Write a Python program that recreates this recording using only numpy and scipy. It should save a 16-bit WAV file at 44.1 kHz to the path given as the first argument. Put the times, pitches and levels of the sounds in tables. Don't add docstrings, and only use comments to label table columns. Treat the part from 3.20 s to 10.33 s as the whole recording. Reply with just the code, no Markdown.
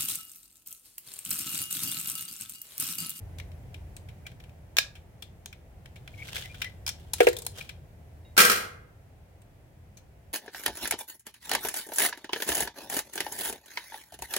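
import sys
import numpy as np
from scipy import signal
from scipy.fft import rfft, irfft
from scipy.io import wavfile
from scipy.ndimage import uniform_filter1d

SR = 44100
rng = np.random.default_rng(int(sys.argv[2]) if len(sys.argv) > 2 else 0)


def generate_wav(sig):
    pcm = np.round(np.clip(np.atleast_2d(sig).T, -1, 1) * 32767).astype(np.int16)
    wavfile.write(sys.argv[1], SR, pcm)


N = 314424


def amp(db):
    return 10 ** (np.asarray(db) / 20)


def at_hz(points, hz):
    points = np.array(points)
    return np.interp(np.log(hz + 1e-3), np.log(points[:, 0]), points[:, 1])


def in_time(rows):
    return np.interp(np.arange(N) / SR, *np.transpose(rows))


def through(x, response):
    return signal.fftconvolve(np.atleast_2d(x), np.atleast_2d(response), axes=1)[:, :N]


def coloured(x, spectrum, size=8192):
    cepstrum = irfft(np.log(amp(at_hz(spectrum, np.fft.rfftfreq(size, 1 / SR)))))
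    cepstrum[1:size // 2] *= 2
    cepstrum[size // 2 + 1:] = 0
    response = irfft(np.exp(rfft(cepstrum)))
    return through(x, response / np.linalg.norm(response))


def high_pass(x, hz, order=2):
    return signal.sosfilt(signal.butter(order, hz, "high", fs=SR, output="sos"), x)


def add(track, s, sound):
    start = max(round(s * SR), 0)
    track[:, start:start + sound.shape[-1]] += sound[..., :N - start]


def fading(t60, size):
    return np.exp(-np.log(1000) * np.arange(size) / SR / max(t60, 1e-3))


def burst(t60, rise_s, size=8000):
    noise = rng.standard_normal((2, size))
    return noise * fading(t60, size) * (1 - fading(rise_s, size))


def resonance(force, modes, size=2048):
    t = np.arange(size) / SR
    response = np.zeros(size)
    for k, (hz, width, db) in enumerate(modes):
        sign = (-1) ** k
        decay = np.exp(-np.pi * width * t)
        response += sign * amp(db) * width * decay * np.cos(2 * np.pi * hz * t)
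    return through(force, response / np.linalg.norm(response))


def ringing(modes, spread_db, lag_s, size=36000):
    t, out = np.arange(size) / SR, np.zeros((2, size))
    for hz, db, t60 in modes:
        strength, late = rng.standard_normal(2)
        lag = np.array([[0], [lag_s * (1 + late / 4)]])
        tone = np.sin(2 * np.pi * hz * np.maximum(t - lag, 0))
        out += amp(db + spread_db * strength) * fading(t60, size) * tone
    return out


def dense_ring(t60s, size=36000, count=10):
    out, edges = 0, np.geomspace(100, 18000, count)
    for low, high in zip(edges, edges[1:]):
        band_pass = signal.butter(2, [low, high], "band", fs=SR, output="sos")
        band = signal.sosfilt(band_pass, rng.standard_normal((2, size)))
        out = out + band * fading(at_hz(t60s, np.sqrt(low * high)), size)
    return out / np.sqrt(np.sum(out ** 2) / 2)


# f/Hz, relative level/dB
STREET_SPECTRUM = [(15, -29.5), (25, -15.5), (50, -2.5), (88, 0.5), (125, -4), (170, -12.5), (240, -23),
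                   (400, -26.5), (680, -27), (800, -30.5), (1200, -43), (2000, -40.5), (4000, -53)]
# t/s, level/dB
TRAFFIC_SWELL = [(0, -43.5), (.8, -45.5), (1.5, -50.5), (2.5, -51.5), (3.0, -46.5), (4.1, -46.5),
                 (4.6, -50), (5.15, -49.5), (5.6, -53.5), (7.13, -54)]


def street(rumble_db=-1, hush_db=5.0, follow=0.6, split_hz=190, wide_hz=800):
    mid, side = coloured(rng.standard_normal((2, N)), STREET_SPECTRUM)
    width = high_pass(side, wide_hz, order=1) + .1 * side
    noise = mid + width * np.array([[1], [-1]])
    low = signal.sosfiltfilt(signal.butter(2, split_hz, fs=SR, output="sos"), noise)
    swell = in_time(TRAFFIC_SWELL)
    hush = swell.mean() + follow * (swell - swell.mean())
    return amp(swell + rumble_db) * low + amp(hush + hush_db) * (noise - low)


# t/s, peak level/dB
ENGINE_LEVEL = [(0, -45.5), (.8, -47.5), (1.4, -61.5), (3.4, -60.5), (4.2, -57.5), (5.0, -49), (5.4, -60),
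                (7.13, -67)]


def engine(hz=86, waver=0.038):
    wander = uniform_filter1d(rng.standard_normal(N), size=9000)
    speed_hz = hz * (1 + waver * wander / wander.std())
    phase = 2 * np.pi * np.cumsum(speed_hz) / SR
    return amp(in_time(ENGINE_LEVEL)) * np.sin(phase)


# f/Hz, relative level/dB
HISS_SPECTRUM = [(500, 0), (1500, 0), (3000, -6), (6000, -14), (9000, -16), (16000, -18)]


def microphone_hiss(level_db=-72):
    return amp(level_db) * coloured(rng.standard_normal((2, N)), HISS_SPECTRUM)


# f/Hz, width/Hz, relative level/dB
BOARD_MODES = [(1620, 284, -5), (2000, 43, -3), (2331, 156, 2.5), (2800, 230, -0.5), (3030, 306, 0),
               (3830, 690, -6), (5430, 690, -12)]
# f/Hz, relative level/dB
CRACK_SPECTRUM = [(300, -19), (900, -2), (2000, -21), (4000, -2), (5600, -6), (7500, -1), (10000, -4.5),
                  (16000, -6.5)]
TOUCH_RISE_S = .007
RING_WIDTH_SHARE = .11


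def contacts(rows, body_db, crack_db, ring_db, left_db, low_cut_hz=600):
    body, crack, part = np.zeros((3, 2, N))
    for s, db, hz, t60 in rows:
        add(body, s, amp(db + body_db) * burst(t60, TOUCH_RISE_S))
        add(crack, s, amp(db + crack_db) * burst(t60 * 0.81, TOUCH_RISE_S))
        ring = resonance(burst(t60 / 2, TOUCH_RISE_S), [(hz, hz * RING_WIDTH_SHARE, 0)])
        add(part, s, amp(db + ring_db) * ring)
    dull = high_pass(resonance(body, BOARD_MODES) + part, low_cut_hz)
    sound = dull + coloured(crack, CRACK_SPECTRUM)
    return sound * amp([[left_db / 2], [-left_db / 2]])


# t/s, relative level/dB, ring f/Hz, t60/s of the knock
TAP_ROWS = [(0.1983, -33.5, 2120, 0.027), (0.3162, -46, 2260, 0.02), (0.5422, -39.5, 2760, 0.037),
            (0.886, -48, 2250, 0.071), (1.0651, -35, 2380, 0.047), (1.1159, -48.5, 2380, 0.031),
            (1.2, -47, 1890, 0.045), (1.2375, -49, 2760, 0.05), (1.2935, -50, 2310, 0.021),
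            (1.7524, -48.5, 2580, .12), (2.3269, -40, 2370, .04), (2.6572, -39, 1843, .025),
            (2.7576, -47, 2280, 0.085), (2.876, -34, 2150, .022), (3.0848, -35.5, 2180, 0.033),
            (3.1635, -26, 2150, 0.043), (3.2214, -34.5, 3330, 0.044), (3.2564, -31.5, 2000, 0.018),
            (3.343, -43.5, 1690, 0.081), (3.4168, -23, 2340, 0.051), (3.4436, -27, 2000, 0.025),
            (4.4102, -33, 2470, 0.028), (4.4907, -33.5, 2410, 0.053)]
CLICK_ROWS = [(0.184, -42, 3400, .05), (0.7652, -37, 8100, 0.027), (2.022, -37, 3180, 0.052),
              (2.2586, -28, 6300, 0.016), (3.6642, -25.5, 5230, 0.031), (3.676, -26.5, 5300, 0.057),
              (3.6902, -24, 5500, 0.037), (6.2174, -58.5, 8500, 0.043), (6.7705, -50, 6300, .09)]
GRIT_ROWS = [(3.934, -17, 10000, 0.04), (3.983, -32, 2460, 0.023), (4.0277, -31.5, 1400, 0.12),
             (4.0855, -22, 1850, 0.046), (4.129, -33, 1930, 0.047), (4.166, -25.5, 3670, 0.032),
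             (4.1863, -29.5, 11200, 0.041), (4.2192, -35, 8500, 0.052), (4.2488, -41, 10700, 0.043),
             (4.2645, -19, 9800, 0.027), (4.3163, -47, 8540, 0.035)]


def ticks():
    taps = contacts(TAP_ROWS, body_db=-1.5, crack_db=-7.5, ring_db=1.5, left_db=3.0)
    clicks = contacts(CLICK_ROWS, body_db=-4.5, crack_db=-.5, ring_db=3.5, left_db=3.0)
    grit = contacts(GRIT_ROWS, body_db=-14, crack_db=-1.0, ring_db=-1.5, left_db=2.5)
    return taps + clicks + grit


# t/s of the middle, f/Hz, level/dB before the
# left and right trims, length/s between the points where the swell is at 1/e
SQUEAK_ROWS = [(1.062, 2365, -48, 0.013), (2.943, 2270, -47.5, 0.0087), (3.002, 2212, -46, .043),
               (3.026, 2250, -36, 0.011), (3.156, 3330, -42, .02), (3.257, 2020, -45.5, .027),
               (3.31, 2400, -48.5, .028), (3.463, 2030, -38.5, .034), (4.413, 2470, -33.5, .0086)]


def squeaks(jitter=0.033, left_db=1.5, right_db=-4, size=8820):
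    out, t = np.zeros((2, N)), (np.arange(size) - size // 2) / SR
    for s, hz, db, length in SQUEAK_ROWS:
        waver = uniform_filter1d(rng.standard_normal(size), size=70)
        slip_hz = hz * (1 + jitter * waver / waver.std())
        phase = 2 * np.pi * np.cumsum(slip_hz) / SR
        tone = np.sin(phase + rng.uniform(-1, 1, (2, 1)))
        swell = np.exp(-(2 * t / length) ** 2)
        add(out, s + t[0], np.sqrt(2) * amp(db) * swell * tone)
    return out * amp([[left_db], [right_db]])


# t/s, relative level/dB, t60/s
SNIP_ROWS = [(1.568, -12, 0.016), (1.5778, -27.5, .04), (1.5847, -5, 0.02)]
# f/Hz, relative level/dB
SNIP_SPECTRUM = [(200, -34), (450, -16), (820, -20.5), (1200, -8.5), (1450, -14), (1680, -5), (2050, -7),
                 (2400, 2), (3100, -2.5), (5000, -6.5), (6600, -5), (10300, -16.5), (14500, -12),
                 (16000, -15.5)]


def snip(ring_hz=1661, ring_db=-16, ring_t60=0.07, high_ring_hz=3690, high_ring_db=-19,
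         knock_hz=600, knock_width_hz=400, knock_db=-11):
    force, steel = np.zeros((2, 2, N))
    steel_modes = [(ring_hz, ring_db, ring_t60), (high_ring_hz, high_ring_db, ring_t60)]
    for s, db, t60 in SNIP_ROWS:
        add(force, s, amp(db) * burst(t60, rise_s=.006))
        add(steel, s, amp(db) * ringing(steel_modes, spread_db=1, lag_s=.0001))
    board = resonance(force, [(knock_hz, knock_width_hz, 0)])
    knock = amp(knock_db) * high_pass(board, 480, order=4)
    return coloured(force, SNIP_SPECTRUM) + knock + steel


def grains(per_s, spread_db):
    size_db = spread_db * np.minimum(rng.exponential(1, N), 3)
    slips = (rng.random(N) < per_s / SR) * amp(size_db)
    power = np.maximum(through(slips ** 2, fading(.008, size=600)), 0)
    return rng.standard_normal((2, N)) * np.sqrt(power / power.mean())


# t/s of greatest pressure, level/dB, time/s to swell by 20 dB
STROKE_ROWS = [(3.165, -36.5, 0.1676), (3.415, -50.5, .1), (3.8, -60, .15), (4.045, -41, .1),
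               (4.38, -42.5, .045)]
# f/Hz, relative level/dB
SCRAPE_SPECTRUM = [(250, -22.5), (500, -9), (1100, -17.5), (1600, -11), (2300, -16), (2850, -6.5),
                   (3280, -6.5), (4150, -14), (6000, -16.5), (16000, -22.5)]
RELEASE_DB_PER_S = 169.5


def friction(left_db=0.16):
    slips = grains(per_s=800, spread_db=4.2)
    t, pressure = np.arange(N) / SR, np.zeros(N)
    for s, db, swell_s in STROKE_ROWS:
        below_peak_db = np.maximum(20 * (s - t) / swell_s, RELEASE_DB_PER_S * (t - s))
        pressure += amp(db - below_peak_db)
    return coloured(pressure * slips, SCRAPE_SPECTRUM) * amp([[left_db], [-left_db]])


# t/s, relative level/dB
KNOCK_ROWS = [(4.0036, -0.5), (4.0685, -2.5)]
# f/Hz, relative level/dB, t60/s
THUD_MODES = [(351.4, -22.5, 0.22), (413, -10, 0.085), (482.5, -6, 0.12), (503, -4, 0.025),
              (586, -30, 0.075), (715, -12, 0.06), (930, -16.5, .05), (1420, -24, .08), (1650, -25, .08)]
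# f/Hz, relative level/dB
CLACK_SPECTRUM = [(200, -17), (600, 7.5), (1100, -16.5), (1800, -1), (2500, -1.5), (3400, -9), (4500, -19),
                  (9000, -20.5), (16000, -24)]


def cutters_down(clack_db=-11, thud_delay_s=0.00031):
    clack, thud = np.zeros((2, 2, N))
    swell = 1 - fading(.012, size=36000)
    for s, db in KNOCK_ROWS:
        add(clack, s, amp(db + clack_db) * burst(t60=0.065, rise_s=0.0032))
        handles = swell * ringing(THUD_MODES, spread_db=1, lag_s=.0005)
        add(thud, s + thud_delay_s, amp(db) * handles)
    return high_pass(coloured(clack, CLACK_SPECTRUM) + thud, 310, order=6)


SETTLE_S, SETTLE_DB, SETTLE_GAP_S, SETTLE_LOSS_DB = 5.359, -19.5, 0.024, 6.5


def settling(count=5):
    return [(SETTLE_S + k * SETTLE_GAP_S, SETTLE_DB - k * SETTLE_LOSS_DB) for k in range(count)]


# f/Hz, t60/s
TRAY_DECAY = [(150, 0.68), (600, 0.64), (1500, 0.56), (2600, .42), (4000, 0.37), (15000, 0.31)]


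def sheet(count=380):
    hz = rng.uniform(1550, 16000, count)
    modes = np.transpose([hz, 0 * hz, at_hz(TRAY_DECAY, hz)])
    ring = ringing(modes, spread_db=2, lag_s=.0004, size=24000)
    ring = ring * (1 - fading(.01, size=24000))
    return ring / np.sqrt(np.sum(ring ** 2) / 2)


# f/Hz, level/dB, t60/s
UNCLIP_MODES = [(2100, -68, .4), (2800, -63, .15), (3770, -60, .25)]
UNCLIP_S = 5.05
# t/s, relative level/dB
BOUNCE_ROWS = [(5.1665, -14.5), (5.177, 2), (5.189, -.5), (5.2015, 1.5), (5.215, -3), (5.2485, -3.5),
               (5.297, -4.5), (5.315, -8)]
# f/Hz, relative level/dB, t60/s before the cover damps them
TRAY_MODES = [(219.4, -14.5, .6), (345, -21.5, 0.39), (393, -10, .4), (489.4, -8, .8), (1270, 1.5, 0.46),
              (1303, -6, 0.6), (1340, -3.5, 0.24), (1360, -5, 0.41), (1430, -1.5, 0.19), (1645, 3.5, 0.45),
              (1875, -4, 0.55), (2090, -6.5, 0.95), (2320, -10, .5), (2380, 5.5, 0.41), (2420, -7, 0.36),
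              (2700, -3.5, 0.39), (2953, -3, .4), (4132, -10, .35), (4773, -10.5, .3), (5460, -4.5, 0.18),
              (7000, -13.5, .3), (8200, -7.5, 0.37), (8600, -0.5, .28)]
# f/Hz, relative level/dB
TRAY_SPECTRUM = [(110, -26.5), (185, -7.5), (300, -15), (480, -3), (620, -11.5), (980, -14.5), (1350, 2.5),
                 (1800, -9.5), (2450, -6.5), (3600, -11.5), (5300, -10.5), (6400, -14), (13500, -13.5),
                 (16000, -17.5)]


def cover_drop(crash_db=-9, wash_db=8, sheet_db=9, modes_db=-31.5, damping=0.82):
    crash, wash, blows, modes = np.zeros((4, 2, N))
    add(modes, UNCLIP_S, ringing(UNCLIP_MODES, spread_db=1, lag_s=.00003))
    held = fading(2.5 * damping, size=36000)
    for s, db in list(BOUNCE_ROWS) + settling():
        add(crash, s, amp(db + crash_db) * burst(t60=.06, rise_s=.005))
        add(wash, s, amp(db + wash_db) * dense_ring(TRAY_DECAY))
        add(blows, s, amp(db + sheet_db) * np.ones(1))
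        clear = held * ringing(TRAY_MODES, spread_db=1.5, lag_s=.0004)
        add(modes, s + rng.uniform(0, .001), amp(db + modes_db) * clear)
    dense = crash + wash + through(blows, sheet())
    return high_pass(coloured(dense, TRAY_SPECTRUM) + modes, 110)


# f/Hz, relative level/dB
YARD_SPECTRUM = [(100, -13.5), (500, -11), (1500, -5.5), (4000, 3), (8000, -1), (16000, -4.5)]
# f/Hz, t60/s
YARD_DECAY = [(150, 0.92), (2000, 0.2), (6000, 0.23), (15000, 0.15)]


def yard(sent):
    return coloured(through(sent, dense_ring(YARD_DECAY)), YARD_SPECTRUM)


def bass_alike(x, below_hz=210):
    side = (x - x[::-1]) / 2
    return x - signal.sosfiltfilt(signal.butter(3, below_hz, fs=SR, output="sos"), side)


def scene(yard_db=-12, ground_yard_db=-17, tray_yard_db=-14):
    hands = ticks() + squeaks() + snip() + friction()
    ground, drop = cutters_down(), cover_drop()
    sent = amp(yard_db) * hands + amp(ground_yard_db) * ground + amp(tray_yard_db) * drop
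    work = bass_alike(hands + ground + drop + yard(sent))
    return work + street() + engine() + microphone_hiss()


def record(dry, cutoff_hz=16100):
    rounded = dry / (1 + dry ** 4) ** (1 / 4)
    return signal.sosfilt(signal.ellip(10, .2, 80, cutoff_hz, fs=SR, output="sos"), rounded)


dry = scene()
out = record(dry)
generate_wav(out)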